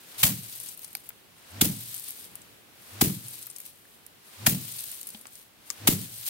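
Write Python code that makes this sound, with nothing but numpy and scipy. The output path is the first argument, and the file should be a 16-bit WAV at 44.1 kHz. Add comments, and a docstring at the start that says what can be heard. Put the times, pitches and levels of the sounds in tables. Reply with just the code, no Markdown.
"""Stick on dry stalks

A long stick is swung down five times on a heap of dry stalks in an open yard, an arm's length from two ports.
Each swing hums (a gliding tone in noise), crunches (dense ringing ticks) and thuds (a pressure dip); the yard
answers with fixed echoes and decaying noise bands. Chaff and twigs patter down as finer ticks, single stems
snap as short noise bursts, some dull knocks are damped sines, and shaped noise makes a faint outdoor hush.
"""
import sys
import numpy as np
from scipy import signal
from scipy.fft import rfft, irfft
from scipy.io import wavfile
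from scipy.ndimage import uniform_filter1d

SR = 44100
rng = np.random.default_rng(int(sys.argv[2]) if len(sys.argv) > 2 else 0)


def persist_wave(psi):
    """Save psi, clipped to +-1, as 16-bit WAV."""
    counts = np.round(np.clip(psi, -1, 1) * 32767).astype(np.int16)
    wavfile.write(sys.argv[1], SR, np.atleast_2d(counts).T)


def undo_db(level):
    """Turn decibels back into plain size, where 20 dB means ten times bigger."""
    steps = np.asarray(level, float) / 20
    return 10 ** steps


N = 277389
T = np.arange(N) / SR


def unit(x):
    """Scaled to rms 1."""
    return x / np.sqrt(np.mean(x ** 2))


def colour(x, points):
    """Causal filter through (f/Hz, level/dB) points, from the folded cepstrum of the log gain."""
    hz, db = np.transpose(points)
    grid_hz = np.arange(1025) * SR / 2048 + 1
    gain = undo_db(np.interp(np.log(grid_hz), np.log(hz), db))
    cepstrum = irfft(np.log(gain))
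    cepstrum[1:1024] *= 2
    cepstrum[1025:] = 0
    response = irfft(np.exp(rfft(cepstrum)))
    return signal.fftconvolve(x, response[None], axes=1)[:, :x.shape[1]]


def ring(x, hz, width_hz):
    """Two-pole resonance, gain 1 at the centre."""
    hz = min(hz, .45 * SR)
    return signal.lfilter(*signal.iirpeak(hz, hz / width_hz, fs=SR), x)


def pair(like):
    """Left and right noise that share the part 'like' of their power."""
    mid, side = rng.standard_normal((2, N))
    like = np.clip(like, 0, 1)
    return np.sqrt((1 + like) / 2) * mid + np.sqrt((1 - like) / 2) * side * np.array([[1], [-1]])


def walk(rate):
    """Random levels held 1 / rate s and slewed twice, rms 1."""
    hold = int(SR / rate)
    steps = np.repeat(rng.standard_normal(N // hold + 1), hold)
    return unit(uniform_filter1d(uniform_filter1d(steps, hold), hold)[:N])


def add(out, s, x):
    """Mixes x into out from time s."""
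    i = int(s * SR)
    out[:, i:i + x.shape[-1]] += x[..., :N - i]


def crackle(count, spread_db, lag_ms, lag_spread_ms, cycles):
    """Tiny breaks of all sizes ring briefly in seven pitch bands, each with its own lag and pan."""
    out = 0
    for hz in 700 * 2 ** np.arange(0, 4.6, .75):
        at = rng.integers(64, N - 64, count)
        sign = rng.choice([-1, 1], count)
        size = sign * undo_db(spread_db * np.minimum(rng.exponential(size=count), 4.5))
        lag, pan_db = rng.standard_normal((2, count))
        lag = np.round((lag_ms + lag_spread_ms * lag) * SR / 1000)
        lag = np.clip(lag, -60, 60).astype(int)
        left = np.bincount(at + lag, size * undo_db(1.5 * pan_db), N)
        right = np.bincount(at, size * undo_db(-2.5 * pan_db), N)
        out = out + ring(np.array([left, right]), hz, hz / cycles)
    return unit(out)


# spectrum of the outdoor background: f/Hz, relative level/dB
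HUSH_COLOUR = [(24, -26), (45, -9.5), (100, -0.5), (300, -2), (1000, -8.5), (2000, -8.5), (3200, -8.5),
               (6300, -16), (12000, -13.5)]


def hush():
    """Outdoor background: wavering low murmur, more alike at both ports than the hiss above it."""
    low = signal.lfilter(*signal.butter(1, 500, fs=SR), pair(.5))
    high = signal.lfilter(*signal.butter(1, 500, "high", fs=SR), pair(0))
    waver_db = 1.3 * walk(5)
    return undo_db(-55.5 + waver_db) * unit(colour(low + high, HUSH_COLOUR))


# chaff thrown up by each blow comes down: first fall level/dB, crest t/s, crest level/dB,
# thinning t/s, stragglers' level/dB, stop t/s
CHAFF_SHOWERS = [(-41.5, 0.6, -42.5, 0.725, -55.5, 1.06), (-42.5, 1.95, -41.5, 2.11, -48, 2.25),
                 (-42.5, 3.37, -45, 3.46, -52, 3.69), (-49.5, 4.72, -40, 5.01, -50, 5.172),
                 (-40.5, 6.2, -44, 6.4, -50, 6.6)]
# short rustles as stick or feet brush the heap: top t/s, level/dB, rise/s, fall/s
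HEAP_BRUSHES = [(.184, -38, 0.0027, 0.015), (0.209, -34, .015, 0.015), (.838, -47, 0.017, 0.019),
                (2.088, -46, 0.013, 0.031), (3.74, -61, 0.019, 0.065), (3.9, -61.5, 0.061, 0.09),
                (4.999, -43, 0.022, 0.013), (5.35, -53, 0.042, 0.062), (5.708, -50.5, 0.033, 0.059),
                (6.29, -29, 0.022, 0.041)]


def heap_db():
    """Level of the rustling heap: a shower after each blow, a stir before it, and brushes, added as power."""
    sag_db_per_s, thin_s = 20.5, 0.042
    stop_s, stop_db, dying_db_per_s = 0.045, 9.5, 55
    stir_lead_s, stir_rise_s, stir_db_per_s = 0.22, 0.053, 11.5
    power = np.full(N, 1e-9)
    for (s, *_), (*_, stir_db), shower in zip(STICK_BLOWS, STICK_SWINGS, CHAFF_SHOWERS):
        first_db, crest, crest_db, thins, late_db, stops = shower
        times = np.maximum.accumulate([s, crest, thins, thins + thin_s, stops, stops + stop_s])
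        sagged_db = crest_db - sag_db_per_s * (thins - crest)
        levels = [first_db, crest_db, sagged_db, late_db, late_db, late_db - stop_db]
        fall_db = np.interp(T, times, levels) - dying_db_per_s * np.maximum(T - times[-1], 0)
        power += undo_db(2 * fall_db) * (T >= s)
        stir_onset = 1 / (1 + np.exp(-(T - s + stir_lead_s) / stir_rise_s))
        stir = undo_db(stir_db + stir_db_per_s * (T - s)) * stir_onset
        power += stir ** 2 * (T < s)
    for s, db, rise, fall in HEAP_BRUSHES:
        power += undo_db(2 * db) * np.exp(-((T - s) / np.where(T < s, rise, fall)) ** 2)
    return 10 * np.log10(power)


# spectrum of the falling chaff and twigs: f/Hz, relative level/dB
STALK_COLOUR = [(400, -14), (1200, -9.5), (2300, -4.5), (4000, -1), (5700, -5), (7200, -6.5), (9100, -0.5),
                (11100, -2.5), (13000, 4.5), (15500, 1.7)]


def patter():
    """Falling chaff: fine crackle that flickers, with coarser twigs, louder at the left port in the treble."""
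    chaff = crackle(count=16000, spread_db=0.5, lag_ms=.24, lag_spread_ms=0.11, cycles=0.83)
    chaff = colour(chaff, STALK_COLOUR)
    twigs = crackle(count=800, spread_db=2.0, lag_ms=.24, lag_spread_ms=.12, cycles=2.7)
    twigs = ring(colour(twigs, STALK_COLOUR), 10500, 9000)
    rattle = rng.standard_normal(260) * np.exp(-np.arange(260) / 24)  # a landing twig rattles for a few ms
    twigs = signal.fftconvolve(twigs, rattle[None], axes=1)[:, :N]
    # heavier twigs land last
    late = sum(np.clip((T - s) / 0.36, 0, 1) * (T < s + 1.3) for s, *_ in STICK_BLOWS)
    debris = undo_db(-1.5 * late) * unit(chaff) + undo_db(-12.5 + 8 * late) * unit(twigs)
    debris[0] += 1.25 * ring(debris[0], 7700, 3900)
    flicker_db = 1.2 * walk(120) + 1.2 * walk(25)
    return undo_db(heap_db() + flicker_db) * debris / np.std(debris.mean(axis=0))


# dull woody knocks: t/s, level after the attack/dB, f/Hz, t60/s
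WOODY_KNOCKS = [(.9518, -53, 800, 0.04), (.9525, -49, 1500, .012), (.9512, -42, 2330, 0.01),
                (5.146, -51, 220, .24), (5.147, -58, 810, 0.03), (5.7035, -54, 1180, .05),
                (5.703, -51, 2200, .02), (3.853, -58, 1700, .008), (4.4708, -30, 700, .025)]


def knocks():
    """Dull woody knocks: damped sines with a stronger first few milliseconds."""
    out, t = np.zeros((2, N)), np.arange(0, .2, 1 / SR)
    for s, db, hz, t60 in WOODY_KNOCKS:
        tone = undo_db(db - 60 * t / t60) * np.sin(2 * np.pi * hz * t)
        attack = (1 - np.exp(-t * hz)) * (1 + 7.5 * np.exp(-t / 0.0061))
        add(out, s, (tone * attack)[None])
    return out


# stems that snap: t/s, level/dB, ring f/Hz, left minus right level/dB, length/ms
STEM_SNAPS = [(0.6012, -32, 10900, 8, 2.5), (.635, -34, 11800, 6, 2.1), (0.687, -37, 8700.0, 12, 4.2),
              (0.775, -38.5, 12800.0, 6.5, 3.0), (0.793, -38, 14500, 7.5, 2.8),
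              (0.8176, -42, 14100.0, 0, 4.7), (0.845, -34.5, 11100, 7, 3.7), (0.93, -38, 12700.0, -1, 1.8),
              (0.9509, -24, 11400, 0.5, 2.1), (0.9508, -29, 4630, -1, 1.7),
              (0.9697, -36, 13600.0, 7.5, 1.5), (1.09, -34.5, 14300, 8.5, 5.1),
              (1.104, -43, 1440, 3.5, 1.9), (1.9428, -31.5, 11850, 7, 4.4), (1.979, -36, 9000, 9, 2.2),
              (1.9962, -31, 13000, 6.5, 1.5), (2.092, -35, 12000, 7.5, 3.3), (2.106, -29, 12500, 7, 1.6),
              (2.243, -46, 5000, 5, 1.6), (2.3544, -30, 12600, 4.5, 1.7), (2.417, -46.5, 7800, 1.5, 4.1),
              (3.2826, -31.5, 11500, 1, 2.4), (3.4274, -34.5, 9600, 3, 2.0),
              (3.468, -34, 13600.0, 6.5, 3.2), (3.4737, -47, 1200, 4.5, 1.5),
              (3.5003, -36.5, 9100, 5.5, 3.4), (3.512, -38, 9000, 5.5, 1.5), (3.563, -37.5, 9100, 11, 4.2),
              (3.584, -35, 13000, 4.5, 2.1), (3.602, -30, 12000, 5, 1.5), (3.6528, -37, 11600, 4, 1.9),
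              (3.662, -35, 12500, 0, 2.2), (4.0645, -38.5, 11800, -7, 1.9), (4.7864, -36, 4200, 3.5, 2.3),
              (4.79, -30, 9500, 5, 2.5), (4.9153, -29, 13300, 0, 1.2), (5.0124, -32, 11500, 3, 2.6),
              (5.0304, -36, 9450, 11, 1.8), (5.07, -33.5, 11100, 6.5, 5.9), (5.089, -31, 14900.0, 5, 2.3),
              (5.103, -35, 9700, 0, 1.7), (5.147, -40.5, 3270, 3, 4.2), (5.212, -44, 10300, 7, 4.6),
              (5.2548, -36.5, 1160, 2.5, 1.5), (5.2687, -39, 8700, 8, 2.2), (5.354, -43, 9300, 0, 6),
              (5.7027, -19.5, 6860, 9.5, 1.28)]


def snaps():
    """Each stem splits in a quick burst, part broad, part ringing, and leaves a short fizz."""
    out, t = np.zeros((2, N)), np.arange(0, .04, 1 / SR)
    noises = rng.standard_normal((len(STEM_SNAPS), 4, len(t)))
    for (s, db, hz, pan_db, length_ms), (common, left, right, fibres) in zip(STEM_SNAPS, noises):
        top = (1 - np.exp(-t / .0001)) * np.exp(-(1000 * t / max(length_ms, .4)) ** 1.17)
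        fizz = undo_db(-19) * np.exp(-t / 0.014)
        burst = (common + np.array([left, right])) * (top + fizz)
        burst *= undo_db(4.5 * unit(uniform_filter1d(fibres, size=20)))  # fibres give way one after another
        ringing = ring(burst, hz, 500 + 0.2 * hz) * np.sqrt(11000 / hz)
        broad_db = -23.0 + 0.5 * (db + 32.0)  # thick stems crack wider
        burst = ringing + undo_db(broad_db) * colour(burst, CRUNCH_COLOUR)
        energy = np.mean(np.sum(burst ** 2, axis=1))
        pan = undo_db(np.array([[pan_db], [-pan_db]]) / 2)
        burst *= undo_db(db) * pan * np.sqrt(2 * np.sum(top ** 2) / energy)
        # stems to the left reach the left port sooner
        lag_ms = np.clip(.38 - 0.085 * pan_db, -.45, .45)
        add(out[:1], s + lag_ms / 1000, burst[:1])
        add(out[1:], s, burst[1:])
    return out


# the swing before each blow: hum level at contact/dB, hum lead/s, hum f at contact/Hz,
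# level of the heap's stir at contact/dB
STICK_SWINGS = [(-51, 0.05, 120, -50), (-38, 0.084, 108, -54.5), (-42, 0.085, 108, -52.5),
                (-37.5, 0.068, 118, -51), (-36, 0.061, 110, -56)]


def swings():
    """Eddies shed by the stick hum louder and higher as it speeds up, inside a wider swish of air."""
    hum_env, air_env, hz = np.zeros(N), np.zeros(N), np.zeros(N)
    for (s, *_), (db, lead, top_hz, _) in zip(STICK_BLOWS, STICK_SWINGS):
        t = np.clip(T - s, -.5, .02)
        hum_env += undo_db(db + 52 * t) / (1 + np.exp(-(t + lead) / 0.011)) * (T < s + .012)
        air_env += undo_db(-46.0 + 61.5 * t) * (T < s) * (T > s - .45)
        hz += top_hz * (1 + 2.2 * t) * (np.abs(T - s) < .4)
    tone = np.sin(2 * np.pi * np.cumsum(hz * (1 + .04 * walk(40))) / SR)
    tone *= undo_db(1.5 * walk(35))
    rough = undo_db(-10.0) * unit(ring(pair(0.78), 228, 97))
    swish = unit(ring(ring(pair(0.073), 930, 5400), 980, 6100))
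    hum = uniform_filter1d(hum_env, size=200) * (tone + rough)
    return hum + uniform_filter1d(air_env, size=800) * swish


# returns of the thud from walls and ground around: delay t/s, level before the yard gain/dB, f/Hz, spread/s
YARD_ECHOES = [(0.019, -34, 240, 0.0039), (.037, -36, 295, 0.0047), (0.05, -27, 150, 0.0055),
               (.078, -30, 185, .010), (.099, -33.5, 140, .006), (.147, -38.5, 169, .007)]
# scattered sound of the yard: f/Hz, width of each of two resonances/Hz, level before the yard gain/dB, t60/s
YARD_SCATTER = [(118, 38, -36, 0.7), (177.2, 65, -30, 0.41), (260, 100, -31, 0.34), (400, 170, -34.5, 0.2)]


def thuds():
    """A pressure dip as the stick meets the ground, then the same echoes; the scatter differs by spot."""
    out, t = np.zeros((2, N)), np.arange(0, .55, 1 / SR)
    echoes = 0
    for delay, db, hz, spread in YARD_ECHOES:
        after = t - delay
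        echoes = echoes - undo_db(db) * np.cos(2 * np.pi * hz * after) * np.exp(-(after / spread) ** 2)
    build = 1 - np.exp(-t / 0.022)
    bands = []
    for hz, width_hz, db, t60 in YARD_SCATTER:
        noise = unit(ring(ring(pair(0.82), hz, width_hz), hz, width_hz))
        bands.append((build * undo_db(db - 60 * t / t60), noise))
    u = np.arange(-.01, .01, 1 / SR)
    for s, _, reach, db, _ in STICK_BLOWS:
        # a harder thud is shorter and wakes the yard more
        hz = 206 + 11.5 * (db + 11.0)
        yard_db = 2.5 + 0.34 * (db + 11.5)
        a = (np.pi * hz * u) ** 2
        pulse = (1 - 2 * a) * np.exp(-a)
        dip = -undo_db(db) * pulse * (1 + 110 * u)
        shove = undo_db(db - 19.5) * np.cos(np.pi * u / .02) ** 2  # the heap is pressed flat
        add(out[:1], s + reach + u[0] + 0.00034, (dip + 1.8 * shove)[None])
        add(out[1:], s + reach + u[0], (dip + 0.63 * shove)[None])
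        add(out, s + 0.0038 + u[0], undo_db(-26) * pulse[None])  # the heap takes the first push
        start = int(s * SR / 2)  # another stretch of noise for each blow
        scatter = sum(fade * unit(noise[:, start:start + len(t)]) for fade, noise in bands)
        add(out, s + reach, undo_db(yard_db) * (echoes + scatter))
    return out


# blows: first contact t/s, crunch level before its envelope/dB, time to reach the ground/s,
# thud level/dB, ring of the thick stalks hit f/Hz
STICK_BLOWS = [(.231, -11, 0.014, -18, 2780), (1.6112, -14, 0.013, -10.5, 3300),
               (3.011, -13, .014, -8.5, 864), (4.4638, -11.5, 0.01495, -14.5, 1940),
               (5.873, -12, 0.016, -9, 3150)]
# crushed stalks settling after each blow: level under its crunch/dB, lasting/s
STALK_SETTLING = [(-15, .08), (-16.5, 0.096), (-23, 0.1), (-20.5, 0.088), (-23, 0.085)]
# spectrum of breaking stalks: f/Hz, relative level/dB
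CRUNCH_COLOUR = [(250, -21), (600, -3.5), (1200, -4.5), (2200, -2), (3400, -2), (5500, -3.5), (9200, 0.5),
                 (11100, 1), (14200, 4.5)]


def crunch():
    """The stick breaks through the heap for about a hundredth of a second; the crushed stalks then settle."""
    breaks = crackle(count=60000, spread_db=3.0, lag_ms=0.15, lag_spread_ms=0.22, cycles=1.24)
    lumps, stems = walk(150), walk(900)  # the heap gives way unevenly, stem by stem
    out, t = np.zeros((2, N)), np.arange(-.008, .3, 1 / SR)
    for (s, db, reach, _, stalk_hz), (settle_db, lasts) in zip(STICK_BLOWS, STALK_SETTLING):
        onset = np.exp(np.minimum(t, 0) / 0.0014)
        swell = 0.4 + 0.8 * np.clip(t / .0015, 0, 1) * (0.4 + np.exp(-np.abs(t - .004) / 0.004))
        through = onset * swell / (1 + np.exp((t - 0.88 * reach) / 0.0015))
        settle = (t > 0) * (undo_db(-6.0 - 240 * t) + undo_db(settle_db) * np.exp(-(t / lasts) ** 2))
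        settle = settle * undo_db(1.2 * lumps[int(s * SR):][:len(t)])
        i = int((s + t[0]) * SR)
        sound = unit(colour(breaks[:, i:i + len(t)], CRUNCH_COLOUR))
        thin = sound - .4 * ring(sound, 1200, 2000)  # settling stalks have less body
        woody = ring(through * sound, stalk_hz, 0.44 * stalk_hz)
        mix = through * sound + np.maximum(settle - through, 0) * thin + woody
        add(out, s + t[0], undo_db(db + 1.5 * stems[i:i + len(t)]) * mix)
    return out * undo_db([[1.1], [-1.1]])  # a little louder at the left port


def scene():
    """Blows, falling debris and background."""
    return swings() + crunch() + thuds() + patter() + snaps() + knocks() + hush()


def roll_off(x):
    """The treble ends steeply here."""
    return signal.sosfilt(signal.butter(12, 16810, fs=SR, output="sos"), x)


def record(dry):
    """The phone thins the lowest bass, rounds the loudest peaks and cuts the top."""
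    wet = signal.sosfilt(signal.butter(2, 30, "high", fs=SR, output="sos"), dry)
    wet = .7 * np.tanh(wet / .7)
    wet = signal.sosfilt(signal.ellip(6, .3, 34, 15700, fs=SR, output="sos"), wet)
    return roll_off(wet)


dry = scene()
out = record(dry)
persist_wave(out)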